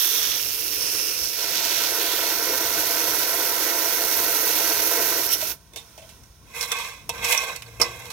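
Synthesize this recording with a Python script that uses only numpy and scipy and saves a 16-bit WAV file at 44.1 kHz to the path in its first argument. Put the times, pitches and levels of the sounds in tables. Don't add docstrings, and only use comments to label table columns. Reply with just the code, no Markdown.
import sys
import numpy as np
from scipy import signal
from scipy.fft import rfft, irfft, next_fast_len
from scipy.io import wavfile

SR = 44100
rng = np.random.default_rng(int(sys.argv[2]) if len(sys.argv) > 2 else 0)


def wav_record(signal):
    frames = np.transpose(np.atleast_2d(signal))
    bounded = np.clip(frames, -1, 1)
    quanta = np.round(bounded * 32767).astype(np.int16)
    wavfile.write(sys.argv[1], SR, quanta)


N = 358091
TIME = np.arange(N) / SR
SIZE = next_fast_len(N + SR // 4)
HZ = np.maximum(np.arange(SIZE // 2 + 1) * SR / SIZE, 1)
SWING_S, SWING_TAKES_S = 1.327, 0.088
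SHUT_S = 5.52

# pitch_hz, likeness (1 = the same)
LIKENESS = [(60, .72), (130, .84), (300, .96), (640, .9), (1400, .68), (3000, .55), (7000, .4), (15000, .4)]
# start_s, length_s, splash_lift_db, low_lift_db, high_lift_db
FLARES = [(-.1, 0.45, 5.5, 6.5, 2.5), (.75, 0.36, 3.5, 7, 7.5), (1.17, 0.095, 4, -13, 4.5),
          (1.5, 0.36, 2.5, 2, -4), (1.96, 0.26, 1, 13, -9), (4.44, 0.35, 1.8, 6, 0)]
# pitch_hz, width_hz, level_db
GUTTER_NOTES = [(572, 45, -7.5), (676, 34.6, 4), (835, 28, -4.5), (897, 22, 0.5), (991, 68, 0.5),
                (1355, 90, -0.5), (1492, 52, 2.5), (1551, 53, 1.5), (1818, 87, -4.5), (1957, 50, -1),
                (2185, 60, -3)]
# pitch_hz, width_hz, level_db
HOLLOW_NOTES = [(318, 27.8, -1.5), (394, 33.4, -2.5), (448, 47.5, 0), (528, 48, -1.5)]
# pitch_hz, width_hz, level_db
LADDER_NOTES = [(466, 21.6, 3.5), (494, 41, 0), (665, 86, -7), (755, 60, -2.5), (925, 21, 5),
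                (1006, 16, 5.5), (1084, 22, 2), (1127, 8, 6), (1158, 140, -4), (1555, 36, 5),
                (1623, 13, -3), (2016, 14, 11.5), (2144, 69, 8), (2364, 41, 9), (2557, 40, 4.5),
                (2690, 12, 10.5), (2999, 13, 0), (3250, 33, 7.5), (3020, 1400, -6.5), (3450, 10, -4),
                (3480, 18, 5), (3800, 26, 5.5), (4334, 17, 3), (5330, 57, 1), (5810, 130, -3),
                (6230, 85, -7), (7050, 170, -10), (7280, 73, 1), (8010, 70, -3)]
# pitch_hz, level_db
GRIT_TONE = [(60, -29), (300, -7), (900, -12.5), (1400, 3.5), (2500, -2.5), (5500, 5.5), (9000, 2),
             (13000, 4), (15800, 3)]


def from_db(db):
    return 10 ** (np.asarray(db) / 20)


def ramp(start_s, takes_s):
    return np.clip((TIME - start_s) / takes_s, 0, 1)


def envelope(start_s, attack_s, length_s, fade_s):
    return ramp(start_s, attack_s) * from_db(-60 * np.clip((TIME - start_s - length_s) / fade_s, 0, 3))


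def lifts(rows, attack_s, fade_s):
    return sum(np.outer(db, envelope(start_s, attack_s, length_s, fade_s))
               for start_s, length_s, *db in rows)


def over_time(points):
    return np.interp(TIME, *np.transpose(points))


def over_hz(points):
    hz, value = np.transpose(points)
    return np.interp(np.log(HZ), np.log(hz), value)


def colour(x, db):
    cepstrum = irfft(np.log(from_db(db)), SIZE)
    cepstrum[1:SIZE // 2] *= 2
    cepstrum[SIZE // 2 + 1:] = 0
    return irfft(rfft(x, SIZE) * np.exp(rfft(cepstrum)), SIZE)[..., :N]


def band(x, low_hz, high_hz):
    return signal.sosfilt(signal.butter(2, [low_hz, high_hz], "band", fs=SR, output="sos"), x)


def unit(x):
    return x / (np.std(x.mean(0)) + 1e-12)


def drift(rate_hz):
    slow = irfft(rfft(rng.standard_normal(SIZE)) / (1 + (HZ / rate_hz) ** 2), SIZE)[:N]
    return slow / slow.std()


def resonate(x, notes):
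    out = 0
    for k, (hz, width_hz, db) in enumerate(notes):
        decay = np.exp(-np.pi * width_hz / SR)
        gain = (-1) ** k * from_db(db) * (1 - decay ** 2) / 2
        feedback = [1, -2 * decay * np.cos(2 * np.pi * hz / SR), decay ** 2]
        out = out + signal.lfilter([gain, 0, -gain], feedback, x)
    return out


def noise():
    alike = np.clip(over_hz(LIKENESS), 0, 1)
    mid, side = rfft(rng.standard_normal((2, SIZE)))
    return irfft(mid + np.sqrt((1 - alike) / (1 + alike)) * side * [[1], [-1]], SIZE)[:, :N]


def grains(per_s, spread_db, life_s):
    sizes = from_db(spread_db * np.minimum(rng.exponential(1, N), 5))
    energy = (rng.random(N) < per_s / SR) * sizes ** 2
    bursts = signal.lfilter([1], [1, -np.exp(-2 / (life_s * SR))], energy + 1e-12)
    return unit(noise() * np.sqrt(bursts))


def spot_ring(drops, hz, width_hz):
    turn = np.exp(2j * np.pi * np.cumsum(hz) / SR)
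    shifted_down = band(drops, 0.76 * hz.min(), 1.11 * hz.max()) / turn
    smoothed = signal.lfilter([1], [1, -np.exp(-np.pi * width_hz / SR)], shifted_down)
    return unit((smoothed * turn).real)


def taps(per_s, spread_db):
    sizes = from_db(spread_db * np.minimum(rng.exponential(1, N), 3)) * rng.choice([-1, 1], N)
    clicks = sizes * (rng.random(N) < per_s / SR)
    return unit(band(clicks, 1000, 8800) * np.ones((2, 1)))


def hiss(on_floor, closing):
    # pitch_hz, level_db
    mist_tone = [(4060, -29.5), (6900, -8), (7660, -13), (9170, -3), (10300, -1.5), (11500, 4.5),
                 (12900, 5), (15400, 3.5), (16300, -9)]
    # pitch_hz, level_db
    splash_tone = [(1410, -17.5), (2400, -1), (2690, -0.5), (3070, -4), (3300, -2), (4090, -1), (4440, 1.5),
                   (4880, -2.5), (5850, 0.5), (7650, -12.5), (8000, -9.5), (10400, -19), (17600, -120)]
    # time_s, relative_level_db
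    mist_swell = [(0.0, -23.5), (0.06, -25), (0.4, -31.5), (0.92, -31), (1.36, -32.5), (1.39, -33),
                  (1.72, -30), (4.8, -26), (5.15, -28)]
    # time_s, pitch_hz
    spot_pitch = [(.36, 3440), (.43, 2750), (1.2, 2640), (2.1, 3380), (3.6, 3600), (3.95, 4200),
                  (4.9, 4200), (5.3, 3560)]
    drops = grains(per_s=10000, spread_db=2, life_s=0.00062) * from_db(0.58 * drift(27))
    rebound = grains(per_s=7400, spread_db=2, life_s=0.00012)
    flare_db, low_lift_db, high_lift_db = lifts(FLARES, attack_s=0.066, fade_s=0.32)
    low_hz = over_time(spot_pitch)
    middle_hz = 5750 * (low_hz / 3560) ** 0.18
    top_hz = 12500 * (low_hz / 3560) ** 0.87
    low_gain = from_db(-6.5 - 12.5 * on_floor + low_lift_db)
    middle_gain = from_db(1 - 5 * on_floor + high_lift_db)
    top_gain = from_db(-14 + 1.5 * on_floor + high_lift_db)
    low_ring = low_gain * spot_ring(rebound, low_hz, width_hz=450)
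    middle_ring = middle_gain * spot_ring(rebound, middle_hz, width_hz=750)
    top_ring = top_gain * spot_ring(rebound, top_hz, width_hz=580)
    patter = from_db(-9) * low_gain * unit(band(drops, 1080, 2400))
    mist = (unit(colour(drops, over_hz(mist_tone))) + top_ring) / np.hypot(1, top_gain)
    splash = unit(colour(drops, over_hz(splash_tone))) + low_ring + middle_ring + patter
    splash /= np.sqrt(1 + low_gain ** 2 + middle_gain ** 2)
    splash += from_db(-12) * taps(per_s=130, spread_db=3.5)
    mist_db = over_time(mist_swell) + 1.5 - 3.5 * closing + 0.5 * drift(15)
    splash_db = -33 + 2.5 * on_floor + flare_db - 5.5 * closing + 0.45 * drift(27)
    return from_db(mist_db) * mist + from_db(splash_db) * splash


def drumming(on_floor, closing):
    # start_s, length_s, lift_db
    sloshes = [(.62, .5, 4.5), (1.95, 0.051, 4), (2.4, .13, 4), (4.94, 0.057, 6), (5.12, 0.076, 3)]
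    fill_s = 0.53
    pool = 1 - np.exp(-np.maximum(TIME - SWING_S - SWING_TAKES_S, 0) / fill_s)
    slosh_db, = lifts(sloshes, attack_s=0.082, fade_s=0.19)
    flare_db = lifts(FLARES, attack_s=0.066, fade_s=0.32)[0]
    wall_shake_db = 1.24 * flare_db * (1 - on_floor)
    drum_db = -52 + 14 * on_floor + 5.5 * pool + wall_shake_db - 9 * closing
    churn_db = -48 + 4 * on_floor + 7 * pool + slosh_db - 8 * closing
    lumps = grains(per_s=2000, spread_db=1.5, life_s=0.001)
    drum = from_db(drum_db) * unit(resonate(lumps, GUTTER_NOTES))
    churn = from_db(churn_db) * unit(band(resonate(lumps, HOLLOW_NOTES), 206, 550))
    return drum + churn


def spray():
    on_floor = ramp(SWING_S, SWING_TAKES_S)
    closing = ramp(start_s=5.15, takes_s=0.29)
    flow = from_db(-60 * np.clip((TIME - SHUT_S) / 0.1, 0, 2))
    mid_swing = ramp(SWING_S - 0.054, 0.054) * (1 - on_floor)
    falter = envelope(start_s=5.34, attack_s=0.025, length_s=0.057, fade_s=0.06)
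    dip_db = -2 * (mid_swing + falter)
    return flow * from_db(dip_db) * (hiss(on_floor, closing) + drumming(on_floor, closing))


def garden_air():
    # pitch_hz, level_db
    air_tone = [(15, -59), (25, -23), (54, 3), (112, -1), (156, -5), (261, -11), (487, -18.5), (830, -24),
                (1090, -13), (1180, -27), (2000, -40), (2600, -78), (4400, -120)]
    lowered = ramp(start_s=5.2, takes_s=2.3)
    level_db = -55.5 + 5.5 * lowered + 2.6 * drift(4.5)
    return from_db(level_db) * unit(colour(noise(), over_hz(air_tone)))


def far_engine(pitch_hz):
    phase = 2 * np.pi * np.cumsum(pitch_hz + 0.8 * drift(4.7)) / SR
    swell = envelope(start_s=7.52, attack_s=0.22, length_s=0.33, fade_s=1.5)
    effort = from_db(-67.5) + from_db(-47.5) * swell
    return effort * from_db(1.5 * drift(5)) * np.sqrt(2) * np.sin(phase)


def plops(swell_s):
    # start_s, pitch_hz, peak_db, fade_s, glide_octaves_per_s
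    tones = [(1.215, 62, -41, .2, 0), (5.426, 625, -26.5, 0.05, 1), (6.299, 66, -42, 0.1, -7),
             (7.662, 4570, -46, .04, -12), (7.805, 332, -40, 0.46, 1)]
    out = np.zeros(N)
    for start_s, hz, peak_db, fade_s, glide in tones:
        t = np.clip(TIME - start_s, 0, 0.5)
        shape = (1 - np.exp(-t / swell_s)) * from_db(-60 * t / fade_s)
        phase = 2 * np.pi * hz * t * 2 ** (glide * t / 2)
        out += from_db(peak_db) * shape / shape.max() * np.sin(phase)
    return out


def valve():
    # pitch_hz, width_hz, level_db
    valve_notes = [(5620, 140, 6), (11400, 260, -9), (3100, 62, -1)]
    whistle = from_db(-26.5) * unit(resonate(noise(), valve_notes))
    whistle *= envelope(start_s=5.259, attack_s=0.071, length_s=0.093, fade_s=0.05)
    rush = noise()
    mist = from_db(-22) * unit(band(rush, 10000, 14600))
    spit = from_db(-29) * unit(band(rush, 2000, 7500))
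    return whistle + (mist + spit) * envelope(start_s=5.3, attack_s=0.03, length_s=0.04, fade_s=0.08)


def metal_shimmer(x, fade_s, ring_db):
    t = TIME[:SR // 3]
    shimmer = band(rng.standard_normal((2, len(t))), 1200, 19400) * from_db(-60 * t / fade_s)
    shimmer *= from_db(ring_db) / np.sqrt(np.sum(shimmer ** 2) / 2)
    return (x + signal.fftconvolve(x, shimmer, axes=1)[:, :N]) / np.hypot(1, from_db(ring_db))


def knocks():
    # start_s, level_db, thud_hz, thud_db, ping_hz, ping_width_hz, ping_db, fade_s
    hits = [(5.415, -17, 910, -6, 6500, 900, -17, 0.022), (5.7348, -37.5, 500, 5, 3560, 40, -2, 0.055),
            (5.7603, -26.5, 497, -3, 3630, 32, -5, 0.17), (5.978, -34, 2840, -8, 640, 43, 7, 0.12),
            (6.019, -39.5, 3140, 2, 646, 16, 10, .2), (6.0915, -39.5, 900, -6, 3780, 60, -9, 0.13),
            (6.235, -43, 900, -14, 5900, 300, 0, .08), (6.610, -18.5, 1000, -12, 5380, 340, 1, 0.12),
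            (6.628, -18.5, 1000, -1, 4020, 220, -1, 0.1), (6.7175, -13, 1170, -0.5, 3510, 45, -9, 0.059),
            (6.785, -27, 1090, 2.5, 2080, 120, -13, 0.52), (7.0932, -14, 690, 2, 2600, 27, -4, 0.044),
            (7.2454, -17, 890, -6, 5750, 400, -8, 0.12), (7.321, -16, 970, -8, 3050, 340, -4, 0.15),
            (7.376, -10.5, 1000, -13, 5770, 130, 11, 0.043),
            (7.561, -22.5, 1000, -8, 6800, 900, -12, 0.041),
            (7.6215, -27.5, 1550, -10, 2420, 290, 4, 0.047), (7.7995, -16, 341.6, 12.5, 2557, 130, 0, 0.17),
            (7.8145, -5.5, 1220, 7, 5210, 250, 11.5, 0.069), (8.055, -34, 1005, 4, 3200, 300, -10, 0.18),
            (8.102, -29, 1000, 0, 4300, 200, -13, 0.23)]
    out, length = np.zeros((2, N + SR)), SR // 2
    t, white = TIME[:length], noise()
    rough = colour(white, over_hz(GRIT_TONE))
    for k, (start_s, db, thud_hz, thud_db, ping_hz, ping_width_hz, ping_db, fade_s) in enumerate(hits):
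        stretch = slice(k * SR // 4, k * SR // 4 + length)
        rattle = from_db(-60 * t / fade_s)
        crack = from_db(-9 - 60 * t / (0.13 * fade_s))
        push = white[:, stretch] * (rattle + crack)
        contact = rough[:, stretch] * (rattle + crack)
        rails = resonate(push, LADDER_NOTES)
        treble = unit(band(contact, 300, 12100)) + from_db(-3) * unit(band(rails, 1740, 9700))
        ping = unit(resonate(push, [(ping_hz, ping_width_hz, 0)]))
        thud = unit(resonate(rails + 0.33 * push, [(thud_hz, 320, 0)]))
        hit = treble + from_db(ping_db) * ping + from_db(thud_db) * thud
        rough_peak = 3 * np.std(hit.mean(0)[:round(fade_s * SR / 8)])
        at = round(start_s * SR)
        out[:, at:at + length] += from_db(db) * hit / rough_peak
    return metal_shimmer(out[:, :N], fade_s=0.15, ring_db=-13)


def runoff():
    # pitch_hz, level_db
    trickle_tone = [(1060, -53), (1800, -25), (2060, 2), (3020, -5.5), (3490, -2), (4630, -5.5), (5610, 2),
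                    (7040, -4), (7710, -14), (8360, -4), (9670, -3), (10600, -7.5), (15800, -5.5)]
    # start_s, length_s, level_db
    trickles = [(5.72, .42, -54.5), (6.42, 1.7, -59)]
    water = noise()
    fizz = unit(colour(water, over_hz(trickle_tone)))
    murmur = from_db(-5.5) * unit(resonate(water, GUTTER_NOTES + HOLLOW_NOTES))
    film = from_db(-59)
    drain = from_db(-48.5 - 60 * np.maximum(TIME - SHUT_S, 0) / 0.35)
    trickle_power = sum((from_db(db) * envelope(start_s, 0.098, length_s, fade_s=0.9)) ** 2
                        for start_s, length_s, db in trickles)
    return np.sqrt(film ** 2 + drain ** 2 + trickle_power) * (fizz + murmur)


def hose_slide():
    # start_s, attack_s, length_s, strength_db, slowing_s, body_db, grit_db
    pulls = [(6.45, 0.073, .1, -48.5, .1, -3, -6), (6.532, 0.042, 0.091, -32.5, 0.27, -2.5, -2),
             (6.693, 0.025, 0.11, -32.5, .33, -3, -11), (6.836, .025, 0.026, -35.5, 0.12, -3.5, -5),
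             (7.108, 0.037, 0.13, -37.5, .12, 0.5, -8), (7.217, 0.027, 0.13, -25, 0.36, -4, -6.5),
             (7.262, .055, 0.069, -22.5, 0.053, -20, 1), (7.38, 0.11, 0.14, -37, .08, 2, -14),
             (7.562, 0.028, .2, -51.5, .1, 0, -4), (7.745, 0.081, 0.5, -44, .2, -1.5, -4),
             (7.791, .035, .045, -32.5, 0.22, -2, -14)]
    power = 0
    for start_s, attack_s, length_s, db, slowing_s, body_db, grit_db in pulls:
        speed = 1 - ramp(start_s + length_s, slowing_s)
        rubbing = ramp(start_s, attack_s) * speed ** 2.14
        power = power + np.outer(from_db([db, db + body_db, db + grit_db]), rubbing) ** 2
    rasp_gain, body_gain, grit_gain = np.sqrt(power)
    slips = grains(per_s=2500, spread_db=1.5, life_s=0.00056) * from_db(1.5 * drift(56))
    contact = colour(slips, over_hz(GRIT_TONE))
    rails = resonate(slips, LADDER_NOTES) + from_db(-12.5) * contact
    deep_db = -7.5 + 5 * (TIME - pulls[0][0])
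    deep = from_db(deep_db) * unit(band(rails, 386, 800))
    body = body_gain * from_db(-2.5) * (unit(band(rails, 1000, 1540)) + deep)
    rasp = rasp_gain * from_db(-2) * unit(band(rails, 1680, 6700))
    grit = grit_gain * from_db(-2.5) * unit(band(contact, 3500, 13700))
    return body + metal_shimmer(rasp + grit, fade_s=0.04, ring_db=-2)


def place(x, balance):
    # pitch_hz, lead_radians
    left_lead = [(0, -2), (1120, -0.9), (1810, 0.2), (4570, 2.5), (5080, 8), (5600, 2.5), (6290, 5.5),
                 (6980, 5.5), (8010, 9.5), (9040, 12), (10200, 11), (10900, 18), (11200, 13), (16600, 11)]
    lean_db, alike = over_hz(balance), over_hz(LIKENESS)
    lead = np.interp(HZ, *np.transpose(left_lead))
    lead *= np.clip(HZ / 1000 - 1, 0, 1)
    centre_power = from_db(lean_db) + from_db(-lean_db) + 2 * alike * np.cos(lead)
    centre_db = 10 * np.log10(centre_power / (2 + 2 * alike))
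    left = irfft(rfft(x[0], SIZE) * np.exp(1j * lead), SIZE)[:N]
    return np.array([colour(left, lean_db / 2 - centre_db), colour(x[1], -lean_db / 2 - centre_db)])


def scene():
    # pitch_hz, left_minus_right_db
    gutter_balance = [(60, 0.5), (92, 2.5), (140, 2.5), (210, 2), (330, 1.5), (500, 3.5), (770, 2),
                      (1170, 2), (1790, -0.5), (2740, -4), (4190, -17), (6410, -10.5), (9810, 0.5),
                      (15000, -17.5)]
    # pitch_hz, left_minus_right_db
    ladder_balance = [(60, 16), (99, 9), (160, 4), (270, 2), (450, 0), (740, 1), (1220, -1), (2010, -4),
                      (3330, -10.5), (5500, -15.5), (9080, -2.5), (15000, -9)]
    ahead = spray() + valve() + runoff() + garden_air() + far_engine(pitch_hz=115.7)
    ahead += plops(swell_s=0.0027)
    below = hose_slide() + knocks()
    return place(ahead, gutter_balance) + place(below, ladder_balance)


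def record(dry):
    cutoff_hz = 15900
    passed = 1 / np.sqrt(1 + (HZ / cutoff_hz) ** 300)
    return irfft(rfft(np.clip(dry, -1, 1), SIZE) * passed, SIZE)[:, :N]


dry = scene()
out = record(dry)
wav_record(out)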